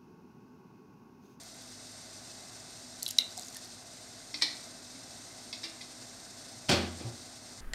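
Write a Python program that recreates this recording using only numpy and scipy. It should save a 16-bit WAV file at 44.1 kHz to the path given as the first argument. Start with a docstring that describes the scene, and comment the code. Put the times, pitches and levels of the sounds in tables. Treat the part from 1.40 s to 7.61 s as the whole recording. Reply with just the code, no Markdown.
"""A gas burner hisses and softly roars under a metal pot, the microphone just above the simmering sauce.
Tiny bubbles burst on the surface, and a faint electric hum hangs in the kitchen.
At 1.6 s a spoonful of liquid goes in, close by: drops slap the sauce and trap small ringing bubbles.
From 2.9 s kitchenware clacks across the room; at 5.3 s, also farther off, something like a cupboard
door bangs shut and settles."""
import sys
import numpy as np
from scipy import signal
from scipy.fft import rfft, irfft
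from scipy.io import wavfile

SR = 44100
rng = np.random.default_rng(int(sys.argv[2]) if len(sys.argv) > 2 else 0)


def inscribe(sig):
    """Save sig as 16-bit PCM at rate SR to the path in sys.argv[1].

    A 1-D sig is mono; a 2-D sig holds one channel per row.
    Samples are clipped to [-1, 1] before scaling.
    """
    pcm = np.round(np.clip(np.atleast_2d(sig).T, -1, 1) * 32767)
    wavfile.write(sys.argv[1], SR, pcm.astype(np.int16))


N = 273721
TIME = np.arange(N) / SR
EVENT_TIME = TIME[:SR]  # the one second in which a single sound rings out


def amp(db):
    """Decibels to gain."""
    return 10 ** (np.asarray(db) / 20)


def unit_rms(x):
    """Scales to rms 1."""
    return x / np.sqrt(np.mean(x ** 2) + 1e-20)


def curve_at(points, hz):
    """Reads a table on a log-frequency axis."""
    f, value = np.transpose(points)
    return np.interp(np.log(hz + 1), np.log(f + 1), value)


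def add(mix, start_s, sound):
    """Mixes a sound in, in place."""
    part = mix[round(start_s * SR):][:len(sound)]
    part += sound[:len(part)]


def freqs(x):
    """Frequencies of the spectrum of x."""
    return np.fft.rfftfreq(len(x), 1 / SR)


def noise(colour, size=SR):
    """Noise of rms 1 with the given colour."""
    white = rng.standard_normal(size)
    return unit_rms(irfft(rfft(white) * amp(curve_at(colour, freqs(white))), size))


def ringing_noise(hz, half_width):
    """Noise of rms 1 in one resonance."""
    resonance = 1 / (1 + ((freqs(EVENT_TIME) - hz) / half_width) ** 2)
    return unit_rms(irfft(rfft(rng.standard_normal(SR)) * resonance, SR))


def drift(rate_hz):
    """Random wander of rms 1, mostly slower than rate_hz."""
    spectrum = rfft(rng.standard_normal(N))
    return unit_rms(irfft(spectrum / (1 + (freqs(TIME) / rate_hz) ** 4), N))


def fade(t60):
    """Falls by 60 dB in t60 seconds."""
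    return np.exp(-np.log(1000) * EVENT_TIME / t60)


def mode(hz, t60, rise_s):
    """A sine that builds up and dies away."""
    return np.sin(2 * np.pi * hz * EVENT_TIME) * fade(t60) * (1 - np.exp(-EVENT_TIME / rise_s))


# colours of the flame and of the gas jets under the pot: f/Hz, level/dB
FLAME_ROAR = [(25, -47), (60, -11), (82, -12), (112, 0), (155, -7), (250, -2.5), (330, -5), (480, -11),
              (590, -8.5), (650, -3), (760, -6), (920, -12.5), (2100, -14.5), (3300, -34)]
GAS_HISS = [(2000, -9.5), (3150, -4.5), (3700, 4), (4400, 5), (6000, 4.5), (7000, 1.5), (7900, -1),
            (8500, 5.5), (9100, 0), (9700, -9), (12700, -13), (13600, -19), (15500, -29)]
# air resonances around the pot: f/Hz, width/Hz, boost/dB
POT_RESONANCES = [(1514, 130, 3.5), (2067, 53, 5.5), (2617, 66, 8), (3840, 60, 0), (4580, 180, 2),
                  (5170, 260, 2), (5960, 130, 3.5), (6740, 210, 3.5), (7520, 240, 5), (8420, 160, 0)]


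def burner(roar_db=-53, hiss_db=-49, flutter_db=0.43, flicker_db=1.01, rise_db_per_s=0.23):
    """Close below the microphone the flame roars and gas hisses from the jets; the pot colours both."""
    roar = noise(FLAME_ROAR + [(8000, -55)], N) * amp(roar_db + flutter_db * drift(rate_hz=25))
    hiss = noise(GAS_HISS, N) * amp(hiss_db + flicker_db * drift(rate_hz=37))
    pot_db = sum(db / (1 + (2 * (freqs(TIME) - hz) / width) ** 2) for hz, width, db in POT_RESONANCES)
    swell_db = -3 + rise_db_per_s * TIME + 0.55 * drift(rate_hz=1.3)
    return irfft(rfft(roar + hiss) * amp(pot_db), N) * amp(swell_db)


# tones of the electric hum: f/Hz, level/dB
MOTOR_TONES = [(48.4, -74), (102, -69), (247.6, -64), (624.5, -72)]


def motor_hum(waver=0.00382, throb_db=1.5):
    """Somewhere in the kitchen a motor hums, each tone wavering in level and pitch."""
    out = np.zeros(N)
    for hz, db in MOTOR_TONES:
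        peak = np.sqrt(2) * amp(db + throb_db * drift(rate_hz=4.7))
        pitch_hz = hz * (1 + waver * drift(rate_hz=3.77))
        out += peak * np.sin(2 * np.pi * np.cumsum(pitch_hz) / SR)
    return out


# colour of a splash at close range: f/Hz, level/dB
SPLASH_COLOUR = [(300, -50), (1200, -9), (2200, -10), (5000, 13), (9000, 6), (13000, 4), (16000, -10)]


def splash(t60):
    """A thin film of liquid tears: a short burst with no bass."""
    colour = unit_rms(amp(curve_at(SPLASH_COLOUR, freqs(EVENT_TIME))))
    burst = np.roll(rng.standard_normal(SR) * fade(t60), 10)
    return irfft(rfft(burst) * colour, SR)[:SR // 2]


def fizz(simmer_per_s=2, flurry_per_s=260, settle_s=0.11, tick_db=-52, spread_db=5):
    """Tiny bubbles burst just under the microphone, thickly at the start and again after the pour."""
    flurries = sum((TIME >= start_s) * np.exp(-abs(TIME - start_s) / settle_s) for start_s in (0, 2.05))
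    bursts = rng.random(N) < (simmer_per_s + flurry_per_s * flurries) / SR
    sizes = amp(tick_db + spread_db * np.minimum(rng.exponential(1, N), 3))
    return signal.oaconvolve(bursts * sizes, splash(t60=0.0026))[:N]


def drop(hz, ring_cycles=66, glide=0.017, froth_db=-9, froth_width=0.097, spray_db=-18):
    """One drop splashes, sprays and rings a trapped bubble amid a froth of like-sized ones."""
    t60 = ring_cycles / hz  # small bubbles die sooner
    rising = hz * (1 + glide * np.minimum(EVENT_TIME / t60, 1))  # the bubble nears the surface
    froth = amp(froth_db) * ringing_noise(hz, froth_width * hz) * fade(t60)
    swell = 1 - np.exp(-EVENT_TIME * hz)  # about one cycle to get going
    sound = swell * (mode(rising, t60, rise_s=0.5 / hz) + froth)
    splash_db = -16 + 10.5 * np.log2(hz / 4000)  # the smaller the bubble, the more it is all tick
    add(sound, 0, amp(splash_db) * (splash(t60=0.013) + amp(spray_db) * splash(t60=0.11)))
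    return sound


def droplets(start_s=1.63, length_s=0.65, per_s=38, db=-40.5, spread_db=4, low_hz=4270, high_hz=9900):
    """Faint droplets scattered almost evenly through the pour, as rows of t/s, level/dB, f/Hz."""
    draws = rng.random((round(per_s * length_s), 3))
    return [(start_s + length_s * when ** 0.93,
             db + spread_db * (2 * strength - 1),
             low_hz * (high_hz / low_hz) ** pitch) for when, strength, pitch in draws]


# the loudest drops and the bubbles they trap: t/s, level/dB, f/Hz
LOUD_DROPS = [(1.6249, -29, 4330), (1.6294, -18.5, 7600), (1.6553, -37, 11500), (1.6636, -20, 3960),
              (1.6650, -33, 3380), (1.6798, -30, 11000), (1.688, -29, 9450), (1.688, -39, 3040),
              (1.7060, -28.5, 6850), (1.7089, -29.5, 12200), (1.7845, -14, 5650), (1.7854, -34, 2117),
              (1.7865, -6, 3896), (1.9715, -32, 5050), (1.9728, -38.5, 741), (1.9767, -30, 7600),
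              (1.988, -32.5, 4160), (1.9950, -31.5, 7600), (2.0838, -35, 6430), (2.1575, -41.5, 1780),
              (2.1683, -35.5, 11000)]


def spoonful(reverb_db=-12, echo_db=-20):
    """Drops fall into the sauce close to the microphone; the kitchen walls throw the sound back."""
    direct = np.zeros(N)
    for start_s, db, hz in LOUD_DROPS + droplets():
        add(direct, start_s, amp(db) * drop(hz))
    walls = kitchen_decay(noise([(500, 5), (2500, 6), (4500, -2), (7000, -23), (15000, -15)]))
    walls *= (1 - fade(t60=0.023)) * fade(t60=1.0)
    walls *= amp(reverb_db) / np.linalg.norm(walls)
    for delay_s in (0.0168, 0.0228):  # near surfaces above the stove, which soften the treble
        add(walls, delay_s, amp(echo_db) * signal.windows.hann(5) / 2)
    return direct + signal.oaconvolve(direct, walls)[:N]


# reverberation of the kitchen: f/Hz, t60/s
KITCHEN_T60 = [(60, 0.91), (200, 0.64), (500, 0.51), (1500, 0.53), (4500, 0.42), (8000, 0.27),
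               (15000, 0.43)]


def kitchen_decay(x):
    """Each band dies away at the room's own speed."""
    hz, t, bands = signal.stft(x, SR, nperseg=512)
    decay = np.exp(-np.log(1000) * t / curve_at(KITCHEN_T60, hz)[:, None])
    return signal.istft(bands * decay, SR, nperseg=512)[1][:len(x)]


# pieces set down: t/s, level/dB, contact/s, lowest ring f/Hz, worktop thud f/Hz, relative thud level/dB
WARE_CLACKS = [(2.9414, -37.5, 0.0021, 2070, 297, -14), (3.0140, -39, 0.0036, 1960, 295, -13),
               (3.0214, -27.5, 0.001, 1927, 306, -19), (3.5450, -49.5, .023, 2200, 266.4, -1),
               (4.1280, -39, 0.0027, 2170, 323, -20), (4.2330, -40.5, .0034, 1770, 328, -14),
               (4.2390, -37, 0.0061, 2350, 329, -16), (4.4080, -42, 0.018, 2060, 327, -21)]
# rings of one piece: ratio to its lowest ring, level/dB, half-width/Hz
WARE_MODES = [(1, -10, 90), (1.19, -8.5, 70), (1.57, -14, 80), (2.13, -1.5, 120), (2.22, -1.5, 90)]
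# colour of the scrape in a clack: f/Hz, level/dB
WARE_SCRAPE = [(100, -30), (300, -12), (700, -13.5), (1100, -8), (1500, -19), (2100, -6), (2900, -13),
               (3600, 5), (4400, 3.5), (5400, 5), (6600, -13.5), (9000, -14), (11000, -25), (16000, -40)]


def kitchenware(crack_t60=0.022, early_db=-2, early_t60=0.078, tail_db=-8, thud_t60=0.46):
    """Hard things set down across the room: a ringing crack, a thud, early echoes and the room's tail."""
    out = np.zeros(N)
    for start_s, db, contact_s, lowest_hz, thud_hz, thud_db in WARE_CLACKS:
        softness = np.log2(contact_s / 0.00089)  # a longer contact makes a weaker, duller crack
        crack_db, tilt_db_per_octave = 5 - 5 * softness, -3 * softness
        scrape_gain = amp(3.5 + 0.26 * (db + 28))  # hard blows scrape more, light ones mostly ring
        rings = [(lowest_hz * ratio, amp(ring_db + tilt_db_per_octave * np.log2(ratio)), width)
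                 for ratio, ring_db, width in WARE_MODES]
        crack = sum(gain * mode(hz, crack_t60, rise_s=0.5 / hz) for hz, gain, _ in rings)
        crack += scrape_gain * noise(WARE_SCRAPE) * fade(crack_t60)
        # reflections smear the same pitches into bands of noise
        smear = scrape_gain * noise(WARE_SCRAPE)
        smear += sum(gain * ringing_noise(hz, width) for hz, gain, width in rings)
        echoes = amp(early_db) * smear * fade(early_t60) + amp(tail_db) * kitchen_decay(smear)
        clack = (amp(crack_db) * crack + echoes) * (1 - fade(contact_s))
        thud = amp(thud_db) * mode(thud_hz, thud_t60, rise_s=0.0031)
        add(out, start_s, amp(db) * (clack + thud))
    return out


# blows of the door on its frame: t/s, level/dB, build-up/s, centre of the force f/Hz, spread/octaves
DOOR_BLOWS = [(5.2858, -32, 0.0033, 450, 4), (5.2909, -23, 0.0084, 1000, 6.8),
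              (5.3120, -23.5, 0.013, 550, 4.5), (5.5980, -38, 0.032, 400, 1.8),
              (5.643, -29.5, 0.013, 119, 0.23), (5.6500, -42.5, 0.014, 334, 1.4)]
# strong modes of the panel: f/Hz, level/dB, t60/s
DOOR_MODES = [(85.7, -9, 1.05), (117.3, 4, 0.2), (187.6, -15, 0.7), (234, -8.5, 0.51), (350.2, -5.5, 0.45),
              (396.5, -7.5, 0.28), (508, -13, 0.24), (575, -10.5, 0.32), (722, -23, 0.68), (789, -12, 0.47),
              (1170, -20, .45), (1384, -16, 0.39), (1527, -21, 0.5), (2054, -11, .35), (2318, -16, 0.36),
              (2461, -11.5, 0.25), (3410, -10.5, 0.29), (4370, -9, 0.33), (4940, -7.5, 0.22)]
# colour of its broad rattle: f/Hz, level/dB
DOOR_RATTLE = [(30, -36), (60, -11), (130, -7), (250, 3), (500, -3), (800, -3.5), (950, -9), (2200, -8),
               (4500, -4.5), (5600, -7), (6600, -13), (8800, -14), (10000, -22.5), (15500, -36)]


def cupboard_door(tail_db=-1, snap_db=-8, snap_t60=0.048, thicket_db=2, thicket_step_hz=22):
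    """Away from the stove a panel hits its frame in quick blows, rings low and bumps as it settles."""
    out, hz_axis = np.zeros(N), freqs(EVENT_TIME)
    # above its few strong modes the panel has a thicket of weak ones, the same for every blow
    knots = np.arange(0, SR / 2, thicket_step_hz)
    heights = np.clip(rng.standard_normal(SR)[:len(knots)], -2, 2)
    thicket = np.interp(hz_axis, knots, heights)
    panel = amp(thicket_db * thicket * np.clip(hz_axis / 1000, 0, 1))
    for start_s, db, build_up_s, centre_hz, octaves in DOOR_BLOWS:
        force = lambda hz: 1 / (1 + (np.log2((hz + 1) / centre_hz) / octaves) ** 2)
        rattle = irfft(rfft(noise(DOOR_RATTLE)) * force(hz_axis) * panel, SR)
        snap = amp(snap_db) * rattle * fade(snap_t60)
        tail = amp(tail_db) * kitchen_decay(rattle)
        ring = sum(amp(mode_db) * force(hz) * mode(hz, t60, build_up_s) for hz, mode_db, t60 in DOOR_MODES)
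        add(out, start_s, amp(db) * ((snap + tail) * (1 - fade(build_up_s)) + ring))
    return out


def scene():
    """The kitchen in mono, from just above the pot."""
    return (burner() + motor_hum() + fizz() + spoonful() + kitchenware() + cupboard_door())[None]


def record(dry, low_cut_hz=42, high_cut_hz=15800):
    """The small microphone drops the deepest bass; a steep low-pass takes off the highest treble."""
    low_cut = signal.butter(2, low_cut_hz, "highpass", fs=SR, output="sos")
    high_cut = signal.firwin(511, high_cut_hz, window=("kaiser", 9), fs=SR)
    return signal.oaconvolve(signal.sosfilt(low_cut, dry), high_cut[None], "same")


dry = scene()
out = record(dry)
inscribe(out)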